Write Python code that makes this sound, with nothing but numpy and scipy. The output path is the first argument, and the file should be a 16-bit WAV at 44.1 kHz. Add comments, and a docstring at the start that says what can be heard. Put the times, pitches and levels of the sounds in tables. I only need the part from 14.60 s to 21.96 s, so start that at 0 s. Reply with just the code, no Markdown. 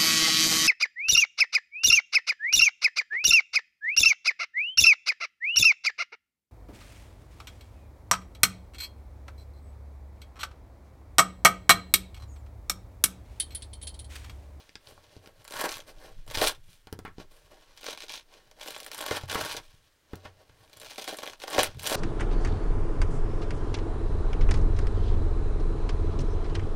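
"""Tearing padded dividers out of a bag

Padded dividers come out of a bag on a desk in a furnished room, close under a small microphone.
Their nylon hooks snap free one by one or in dense runs: clicks that ring bag, panel, strip and hooks.
Cloth rustles between the rips as dense soft grains; hands and dividers knock the desk, noise bursts
with damped modes under them. Arms push slow air at the capsule and make the desk shudder.
A short diffuse room tail and steady hiss lie behind it all."""
import sys
import numpy as np
from scipy import signal
from scipy.fft import rfft, irfft, next_fast_len
from scipy.io import wavfile
from scipy.ndimage import uniform_filter1d

SR = 44100
rng = np.random.default_rng(int(sys.argv[2]) if len(sys.argv) > 2 else 0)


def int16_out(signal):
    """Quantize to a 16-bit WAV file."""
    q = np.round(np.clip(np.atleast_2d(signal).T, -1, 1) * 32767)
    wavfile.write(sys.argv[1], SR, q.astype(np.int16))


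N = 324399
T = np.arange(N) / SR


def undb(db):
    """dB to gain."""
    return 10 ** (np.asarray(db, float) / 20)


def unit(x):
    """Scale to rms 1."""
    return x / np.sqrt(np.mean(x ** 2))


def curves(tables):
    """A gate that opens over the span of each table, and the columns drawn as lines over time."""
    time_s, *columns = np.vstack(tables).T
    is_open = sum((T >= rows[0][0]) * (T < rows[-1][0]) for rows in tables)
    gate = uniform_filter1d(1. * is_open, size=200)
    return gate, [np.interp(T, time_s, column) for column in columns]


def band(x, lo_hz, hi_hz):
    """Band-pass."""
    edges_hz = [lo_hz, min(hi_hz, .45 * SR)]
    return signal.sosfilt(signal.butter(2, edges_hz, "band", fs=SR, output="sos"), x)


def walk(rate):
    """Random levels drawn `rate` times a second, joined by straight slews; spread near 1.3."""
    hold = int(SR / rate)
    steps = np.repeat(rng.standard_normal(N // hold + 1), hold)
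    return 1.59 * uniform_filter1d(steps, hold)[:N]


def rips():
    """Hooks let go in uneven runs: the peel sticks and slips; a faster peel is louder and denser."""
    gate, level_db, bag_db, panel_db, hook_db = peel()
    rate = np.clip(2500 * undb(.7 * (level_db + 40)), 200, SR / 4)  # hooks per second
    slip_db = 2.0 * walk(90) + 0.84 * walk(300) - 5.0
    hook_db = hook_db + 0.11 * (level_db + 39.5)  # a slow peel is duller
    shares_db = np.array([bag_db, panel_db, 0 * level_db, hook_db])
    return clicks(rate, 2.2, 4.54) * gate * undb(level_db + slip_db + shares_db)


def peel():
    """Gate, level and the bag, panel and hook shares of the rips, as the hand peels harder or softer."""
    # one list of rows a tug, shares relative to the strip: time_s, level_db, bag_share_db
    tugs = [
        [(0.84, -69, 1), (0.852, -57, -13), (0.858, -64.5, -5), (0.96, -43, -2.5), (1.052, -36, 2.5),
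         (1.07, -46, 15), (1.08, -45.5, -7)],
        [(1.08, -44, -1), (1.086, -36.5, -2.5), (1.146, -40, -17), (1.194, -51.5, -3), (1.204, -48, -15),
         (1.214, -56, -4), (1.24, -64, -16)],
        [(1.655, -77, -4), (1.683, -50, 0), (1.735, -47, -4), (1.749, -36.5, -6), (1.837, -27.5, -1.5),
         (1.881, -27.5, -12), (1.94, -59, -4)],
        [(3.16, -65, 2), (3.17, -57, -11), (3.31, -35, -8.5), (3.368, -56.5, -9), (3.372, -49, -10),
         (3.438, -42.5, -8), (3.475, -64.5, -9)],
        [(3.475, -65, -12), (3.497, -39, -15), (3.523, -41.5, -16), (3.541, -36.5, -16), (3.565, -47, -13),
         (3.581, -43, -13), (3.63, -67.5, -11)],
        [(3.96, -72, 11), (4.01, -51, -7), (4.066, -44.5, -5), (4.144, -47, -9), (4.258, -56.5, -4.5),
         (4.28, -46, -6), (4.3, -62, -11)],
        [(4.3, -57, -5), (4.306, -61, 1), (4.316, -40, -13), (4.324, -48.5, -7.5), (4.532, -37, -1),
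         (4.568, -34.5, -7.5), (4.67, -65, -2)],
        [(4.67, -58, -7), (4.698, -36, -9), (4.764, -38, 2), (4.918, -39, -13), (4.96, -45, -3),
         (4.968, -34.5, -10.5), (5.01, -63.5, 10)],
        [(6.12, -71, 0), (6.134, -50, -2), (6.144, -66, -2), (6.22, -47.5, -3), (6.298, -52.5, -10),
         (6.31, -42.5, -8), (6.37, -59, -11)],
        [(6.37, -55, -7), (6.384, -40.5, -1), (6.408, -46.5, -5), (6.418, -43, 0), (6.468, -46.5, -8),
         (6.478, -36, 1), (6.57, -54, -4.5)],
        [(6.57, -50.5, -12), (6.59, -41, -1), (6.614, -51, -13), (6.632, -42.5, 2), (6.754, -56, -4),
         (6.79, -74, 1)],
        [(6.79, -84, 14), (6.798, -54.5, -2), (6.822, -42, -11), (6.84, -43, 5), (6.868, -53, 0),
         (6.876, -46.5, -3), (6.92, -43.5, -1.5)],
        [(6.92, -45.5, 2), (6.934, -35.5, -1), (6.976, -35, 5), (6.992, -23, -1), (7.026, -36, 3),
         (7.034, -29, -6), (7.08, -45.5, -4)],
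        [(7.16, -62, 1), (7.182, -62, 5), (7.192, -52.5, -11), (7.254, -43, 1.5), (7.274, -28.5, -13),
         (7.282, -35.5, -4.5), (7.356, -31, 6)],
    ]
    # the strip sits differently at each tug: panel_share_db (before the bag's part), hook_share_db
    tug_colour = [(4.5, -4), (2, -8), (-1, -6), (-7, -14), (-4.5, -17), (-2, -8), (1.5, -10), (0.5, -9.5),
                  (-6.5, -8), (-5, -7), (-7, -9), (-1.5, -8.5), (-2.5, -10.5), (-2, -4)]
    rows = [np.c_[tug, np.tile(colour, (len(tug), 1))] for tug, colour in zip(tugs, tug_colour)]
    gate, (level_db, bag_db, panel_db, hook_db) = curves(rows)
    return gate, level_db, bag_db, panel_db + 0.35 * bag_db, hook_db  # the panel partly follows the bag


def snaps():
    """One or a few hooks tear within a millisecond and drag neighbours loose after them.

    Besides the loud ones, small snaps fall at random through the rips, clearest in a slow peel."""
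    # loudest snaps, a few hooks at once, levels relative: time_s, strip_db, bag_share_db, hook_share_db
    loud = [(0.8502, -39, -7, -1), (0.878, -33.5, -4.5, -3), (0.908, -33, -1, -3), (0.9225, -30.5, -8, -1),
            (0.9384, -29.5, -1, -4), (0.9667, -27, -13, -15), (1.0066, -22, -5.5, -14), (1.04, -27, 8.5, 1),
            (1.0574, -28, -2.5, -4), (1.0914, -20, -25, -21), (1.1175, -23, -21, -24),
            (1.141, -24, -28, -16), (1.203, -33, -30, -17), (1.6778, -45, -2, -4), (1.7003, -31, -6, -12),
            (1.7483, -21, -12, -16), (1.7533, -17.5, -14, -19), (1.7729, -17.5, -13, -18),
            (1.789, -25, -11, -13), (1.814, -14, -15, -15), (1.872, -14, -18, -1.5),
            (3.175, -36.5, -24, -7), (3.2652, -22.5, -20, -23), (3.2802, -31, -3, -19),
            (3.3104, -36, -24, -20), (3.3747, -29, -11, -14), (3.4044, -32, -14, -15),
            (3.4217, -29.5, -34, -24), (3.483, -35, -21, -15), (3.4947, -28, -24, -23),
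            (3.5382, -24.5, -14, -22), (3.5764, -31, -22, -15), (3.913, -42, -4, -8), (3.997, -39, -9, -5),
            (4.0123, -29.5, -17, -13), (4.0313, -31, -27, -4.5), (4.0761, -28, -14.5, -9),
            (4.0844, -32, -20, -2), (4.1058, -28, -15, -2), (4.146, -32, -23, -19), (4.163, -27, -7, -17),
            (4.196, -39, -16, -5), (4.202, -31, -23, 2.5), (4.2314, -33, -18, -9), (4.2444, -37, -13, -4),
            (4.2638, -31, -1.5, 0.5), (4.3154, -27.5, -14, -4), (4.3354, -32, -19, -5),
            (4.3461, -29.5, -7, 0), (4.3713, -36, -15, -4), (4.3804, -37, -19, 10), (4.3898, -29.5, -6, -3),
            (4.4068, -27.5, -2, -13), (4.4111, -30, -2, 5.5), (4.4242, -27, -4, -7),
            (4.4631, -22.5, -11, -5), (4.511, -22.5, 10.5, -18), (4.5686, -23.5, 2, -23),
            (4.698, -24, -19, -16), (4.727, -27.5, 1, -10), (4.7464, -20.5, 1, -6), (4.8107, -21.5, 1, -8),
            (4.9665, -27, -23, -24), (6.0771, -52, -13, -12), (6.097, -49, -8, -4), (6.131, -39, -13, -7),
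            (6.1708, -38, -12, 0), (6.1995, -40, -17, 3), (6.2149, -34, -7, -8), (6.2463, -34, -10, -17),
            (6.2856, -39, -24, -16), (6.3104, -31.5, -8, -19), (6.3589, -35, -13, -12),
            (6.3816, -24.5, -6, -18), (6.3958, -30, -9, -14), (6.4213, -29, -18, -9),
            (6.4428, -27.5, -16, -7), (6.4773, -25, 0.5, -18), (6.4921, -25, -16, -19),
            (6.5104, -28.5, -12, -18), (6.5425, -31.5, -19, -9), (6.5865, -26, -5.5, -17),
            (6.621, -34, -5, -18), (6.634, -26, -6, -30), (6.6646, -31, -9, -18), (6.675, -26, -4, -13),
            (6.6975, -31.5, -2, -21), (6.7331, -35, -2, -21), (6.8004, -35, -13, -13),
            (6.8183, -29, -10, -21), (6.8368, -28.5, 2.5, -18), (6.8795, -26.5, 0, -12),
            (6.9327, -21.5, -11, -21), (6.9454, -24, 1, -15), (6.9811, -19.5, 15, -20),
            (6.991, -11.5, -4, -25), (7.0044, -15, -16, -20), (7.0094, -20, -9, -18), (7.0322, -16, -8, 3),
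            (7.0434, -19, -12, -13), (7.1462, -44, -9, -13), (7.195, -30, -20, -8), (7.226, -31, -26, -2),
            (7.242, -25, -16, -7), (7.257, -24, -15, -15), (7.265, -19, -15, -16), (7.2718, -19, -22, -19),
            (7.2974, -19, -4, -4.5), (7.325, -20, -16, -16)]
    gate, rip_db, rip_bag_db, _, rip_hook_db = peel()
    small_per_s, scatter_db, colour_db = 160, 4.5, 6  # scatter of size and of colour
    at = rng.integers(0, N, int(small_per_s * N / SR))
    size, low, high = rng.standard_normal((len(at), 3)).T

    # small snaps gain on the rip as it falls under -43 dB, and lose above it
    stand_out_db = 3.5 + 0.14 * (-43 - rip_db[at])
    small_db = rip_db[at] + stand_out_db + scatter_db * size
    small_bag_db = rip_bag_db[at] + colour_db * low
    small_hook_db = rip_hook_db[at] + 3 + colour_db * high  # brighter than the run around them
    small = np.array([T[at], small_db, small_bag_db, small_hook_db])
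    small = small[:, gate[at] > .5]
    time_s, strip_db, bag_db, hook_db = np.hstack([np.transpose(loud), small])

    # (share dB, decay s) of bag, panel, strip and hooks; the panel lies between bag and strip
    parts = [(bag_db + 10.5, 0.00044), (bag_db / 2 + 9.0, 0.00072), (9.5, 0.0011), (hook_db + 8, 0.0003)]
    # the dragged neighbours: 4 dB under a loud snap, 8 dB under a small one
    follow_db, follow_s = np.where(np.arange(len(time_s)) < len(loud), -4, -8), 0.0056
    forces = []
    for share_db, decay_s in parts:
        tear = bursts(time_s, strip_db + share_db, decay_s)
        neighbours = bursts(time_s, strip_db + share_db + follow_db, follow_s)
        forces.append(tear + neighbours)
    return np.array(forces)


def rustle():
    """Cloth on cloth and skin: very dense soft grains, swelling as the fingers move."""
    # one row a movement, levels relative: peak_s, level_db, swell_s, fade_s, bag_share_db, hook_share_db
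    movements = [(0.0, -58, .05, 0.12, -5.5, -11), (.275, -58, 0.05, 0.13, 1.5, -4.5),
                 (.56, -63.5, 0.33, 0.055, 1, -11), (.664, -66.5, 0.067, 0.064, 9.5, -4),
                 (.8, -66.5, 0.11, 0.12, 2.5, -6), (1.294, -57, 0.049, 0.055, 4, -5.5),
                 (1.44, -58.5, 0.1, 0.13, 5, -7.5), (1.6, -68, 0.17, 0.18, -7.5, -14),
                 (1.95, -59, .02, 0.03, -11, -9), (2.134, -63, 0.12, .1, -15, -4),
                 (2.6, -54.5, 0.021, 0.039, 1, -14), (2.712, -67.5, .008, 0.11, 2, -1),
                 (2.778, -67, 0.11, 0.23, 0.5, -4), (2.917, -62.5, 0.015, 0.091, 13, -6),
                 (3.086, -63.5, .3, 0.2, -3, -13), (3.724, -62.5, 0.056, 0.27, 0, -12),
                 (5.02, -63, .03, 0.3, -9, -8), (5.275, -68.5, .015, 0.017, -7, -16),
                 (5.519, -67, 0.089, 0.45, 3.5, -12), (5.654, -53.5, 0.021, 0.033, 6.5, -14),
                 (5.814, -64.5, 0.032, 0.025, 8, -10.5), (5.9, -89, .02, 0.12, -8, -16),
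                 (6.03, -66, .15, 0.22, 2, -6.5), (7.085, -53, .02, 0.087, -1, -16),
                 (7.15, -75.5, 0.017, .06, 0, -12)]
    peak_s, level_db, swell_s, fade_s, bag_db, hook_db = np.transpose(movements)[:, :, None]
    t = T[::64]  # a coarse clock is enough for slow swells
    from_peak = np.maximum((peak_s - t) / abs(swell_s), (t - peak_s) / abs(fade_s))
    power = undb(level_db - 15 * from_peak) ** 2 + 1e-30  # 15 dB over each swell or fade
    total = power.sum(0)
    gain = np.interp(T, t, np.sqrt(total))
    # where movements overlap, the stronger one weighs more in the colour
    bag_db, hook_db = (np.interp(T, t, (power * share).sum(0) / total) for share in (bag_db, hook_db))
    shares_db = np.array([bag_db, bag_db / 2 - 2.5, 0 * T, hook_db])  # the panel follows the bag half way
    return clicks(6000., 2.4, 5.6) * gain * undb(1.4 * walk(60) + shares_db)


def clicks(rate, spread_db, colour_db):
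    """Random clicks, rms near 1, felt by bag, panel, strip and hooks; each shares its force differently."""
    on = rng.random(N) < rate / SR
    # click sizes are capped, so no single click leaps out of the run
    size_db = spread_db * np.minimum(rng.exponential(size=N), 3)
    sign = np.sign(rng.standard_normal(N))
    out = on * sign * undb(size_db + colour_db * rng.standard_normal((4, N)))
    return out * np.sqrt(SR / rate / np.mean(out[:, on] ** 2, axis=1, keepdims=True))


def bursts(times, db, decay_s):
    """A sharp front and a short noisy decay at each time; db sets the energy, decay held to 0.1-20 ms."""
    decay_s = np.clip(np.reshape(decay_s, (-1, 1)), 1e-4, .02)
    t = np.arange(int(6 * decay_s.max() * SR)) / SR
    shape = rng.standard_normal((len(times), len(t))) * np.exp(-t / decay_s)
    shape /= np.sqrt(np.sum(shape ** 2, axis=1, keepdims=True))
    out = np.zeros(N + len(t))
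    starts = (times * SR).astype(int)[:, None]
    np.add.at(out, starts + np.arange(len(t)), shape * undb(db)[:, None])
    return out[:N]


def fabric(force):
    """The four forces ring the bag, the divider panel, the fastener strip and the hooks."""
    # resonances of each body, levels relative within it: centre_hz, width_hz, level_db
    bag_peaks = [(331, 130, -2.5), (506, 104, 2.5), (631, 104, 3), (799.5, 35, 0)]
    panel_peaks = [(970, 272, 2.5), (1385, 413, 7), (1550, 504, 6), (2203, 210, -6.5)]
    strip_peaks = [(2345, 485, 2), (3200, 570, 5.5), (3945, 770, 4.5), (5910, 2200, -3)]
    hook_peaks = [(7200, 167, 8), (8500, 1500, 3), (10950, 2020, 6), (13600, 6000, -1.5)]
    bodies = (bag_peaks, panel_peaks, strip_peaks, hook_peaks)
    return sum(resonate(f, body) for f, body in zip(force, bodies))


def resonate(x, peaks):
    """Two-pole resonances side by side, alternating in sign; white noise keeps its rms."""
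    size = next_fast_len(N)
    jf = 1j * np.fft.rfftfreq(size, 1 / SR)
    response = 0
    for k, (hz, width, db) in enumerate(peaks):
        response = response + (-1) ** k * undb(db) * width * jf / (jf ** 2 + width * jf + hz ** 2)
    response = response / np.sqrt(np.mean(abs(response) ** 2))
    return irfft(rfft(x, size) * response, size)[:N]


def knocks():
    """Each blow ticks, slaps, thuds in the padding and sets the desk top booming."""
    # one row a blow, each level relative within its layer:
    # time_s, slap_db, thud_db, deep_db, tick_db, hard_edge_db, slap_decay_s (0.02 at most), slap_hz
    blows = [ (.093, -50, -58, -72, -47, -66, 0.0017, 1780), (.66, -48.5, -61, -78, -46, -64, 0.0016, 1800),
             (5.556, -58, -54, -66, -42.5, -37, .002, 1800), (5.896, -51.5, -55, -61, -58, -70, .004, 1200),
             (0.155, -37, -43, -61, -33.5, -61, 0.0038, 1630), (0.272, -55, -60, -59, -42, -61, .007, 900),
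             (.322, -52, -49, -57.5, -62, -65, .005, 520), (0.378, -45, -58, -66, -65, -66, 0.0015, 800),
             (.566, -54, -44.5, -52, -49, -65, 0.0078, 560), (0.674, -48, -47, -70, -44, -45, 0.0022, 1180),
             (1.773, -24, -34.5, -41, -32, -34, 0.0085, 634),
             (2.271, -38.5, -45, -59, -41.5, -46, 0.012, 1040),
             (2.327, -29.5, -30.5, -43.5, -34.5, -27, 0.01, 770),
             (2.39, -36.5, -36, -50, -39.5, -35, 0.006, 900), (2.45, -26, -38, -65, -60, -41, 0.021, 1200),
             (2.479, -45, -43.5, -63, -67, -52, 0.0033, 1170),
             (2.583, -37.5, -36.5, -53, -47.5, -68, 0.0094, 604), (2.6, -46, -39, -59, -53, -73, .008, 604),
             (4.51, -44, -57, -40, -34, -54, 0.0059, 506), (4.635, -33, -48, -38.5, -40, -55, 0.0048, 625),
             (4.755, -17.5, -28, -45.5, -41, -42, 0.0069, 1230),
             (5.534, -31.5, -28.5, -42, -47.5, -47, 0.0077, 865),
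             (5.653, -31, -44, -54, -64, -66, 0.015, 1260),
             (6.983, -9.5, -32, -40.5, -34, -38, 0.0041, 555),
             (7.171, -52, -46, -42.5, -53, -52, .005, 595)]
    # deep modes of the desk top, levels relative: mode_hz, level_db, t60_s
    desk_modes = [(92, 7.5, 0.47), (123.7, 16.5, 0.084)]
    # thud modes of the padding, levels relative: mode_hz, level_db, t60_s
    pad_modes = [(191, -5, 0.066), (281, -1, 0.032), (388, 5, 0.016)]
    time_s, slap_db, thud_db, deep_db, tick_db, edge_db, slap_s, slap_hz = np.transpose(blows)

    tick = band(bursts(time_s, tick_db + 22.5, 0.00091), 2430, 5560)
    edge = band(bursts(time_s, edge_db + 10.5, .0007), 7560, 17000)
    slap = np.zeros(N)
    for at, db, decay_s, hz in zip(time_s, slap_db, slap_s, slap_hz):  # each spot struck has its own colour
        i = int(at * SR)
        blow = bursts(np.zeros(1), [db + 26], decay_s)[:5000]
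        slap[i:i + 5000] += band(blow, hz / 1.7, hz * 1.7)

    thud_force = abs(bursts(time_s, thud_db - 3, 0.00013))
    thud = signal.fftconvolve(thud_force, -ring(pad_modes))[:N]
    push = np.hanning(90)  # a soft hand presses for a couple of milliseconds
    deep_force = abs(bursts(time_s, deep_db - 34.0, 0.00018))
    deep = signal.fftconvolve(deep_force, np.convolve(push, -ring(desk_modes)))[:N]
    return tick + edge + slap + thud + deep


def ring(modes):
    """Response of damped modes, peak 1."""
    t = np.arange(SR // 3) / SR
    h = sum(undb(db) * np.sin(2 * np.pi * hz * t) * np.exp(-np.log(1000) * t / t60) for hz, db, t60 in modes)
    return h / abs(h).max()


def arms():
    """Moving arms: slow air pressure on the capsule and an uneven low shudder through the desk."""
    # levels of the two noises over time, drawn as lines: time_s, puff_db, shudder_db
    moves = [(0.0, -67, -77), (0.06, -65, -77), (0.65, -66.5, -67), (1.29, -49, -69), (1.76, -38.5, -54),
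             (2.01, -52, -73), (2.19, -54, -78), (2.25, -69, -78), (2.48, -49.5, -62), (2.95, -59, -77.5),
             (4.38, -68, -78), (4.79, -60, -47), (5.1, -57, -73.5), (5.43, -86, -86), (5.51, -64, -79.5),
             (5.66, -69, -67), (6.27, -68.5, -72.5), (6.94, -62, -76), (7.05, -39, -59), (7.15, -55, -51),
             (7.36, -49, -50.5)]
    _, (puff_db, shudder_db) = curves([moves])
    puff = unit(band(band(rng.standard_normal(N), 8.2, 29), 8.2, 29))
    shudder = unit(band(rng.standard_normal(N), 61, 137)) * undb(3.9 * walk(38))
    return puff * undb(puff_db) + shudder * undb(shudder_db)


def room(x):
    """Diffuse echoes that build up over 2.4 ms and die faster in the treble."""
    # decay of the furnished room by band, levels relative: band_hz, t60_s, level_db
    decay_bands = [(225, 0.2, -8), (760, 0.14, -5), (1740, 0.11, -5.5), (4840, 0.089, -6.5),
                   (11000, 0.047, -7)]
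    t = np.arange(SR // 3) / SR
    tail = 0
    for hz, t60, db in decay_bands:
        part = band(rng.standard_normal(len(t)), hz / 1.37, hz * 2.32)
        part = part * np.exp(-np.log(1000) * t / t60) * np.clip(t / 0.0024, 0, 1)
        tail = tail + undb(db) * part / np.sqrt(np.sum(part ** 2) * SR / 2 / hz)
    return x + signal.fftconvolve(x, tail)[:N]


def hiss():
    """Steady room and microphone noise, shaped in frequency, at -69.5 dB rms."""
    # noise spectrum, levels relative: frequency_hz, density_db
    spectrum = [(24, -31), (40, 1), (155, -12), (556, -12.5), (751, -18), (1950, -13.5), (2320, -19),
                (3060, -18), (16000, -28.5)]
    hz, db = np.transpose(spectrum)
    f = np.fft.rfftfreq(N, 1 / SR)
    shape = undb(np.interp(np.log(f + 1), np.log(hz), db))
    return undb(-69.5) * unit(irfft(rfft(rng.standard_normal(N)) * shape, N))


def scene():
    """Close sounds through the room, plus what reaches the capsule directly."""
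    cloth = fabric(rips() + snaps() + rustle())
    return (room(cloth + knocks()) + arms() + hiss())[None]


def record(dry):
    """The recorder cuts the top steeply above 15.8 kHz."""
    return signal.sosfilt(signal.ellip(10, .2, 70, 15800, fs=SR, output="sos"), dry)


dry = scene()
out = record(dry)
int16_out(out)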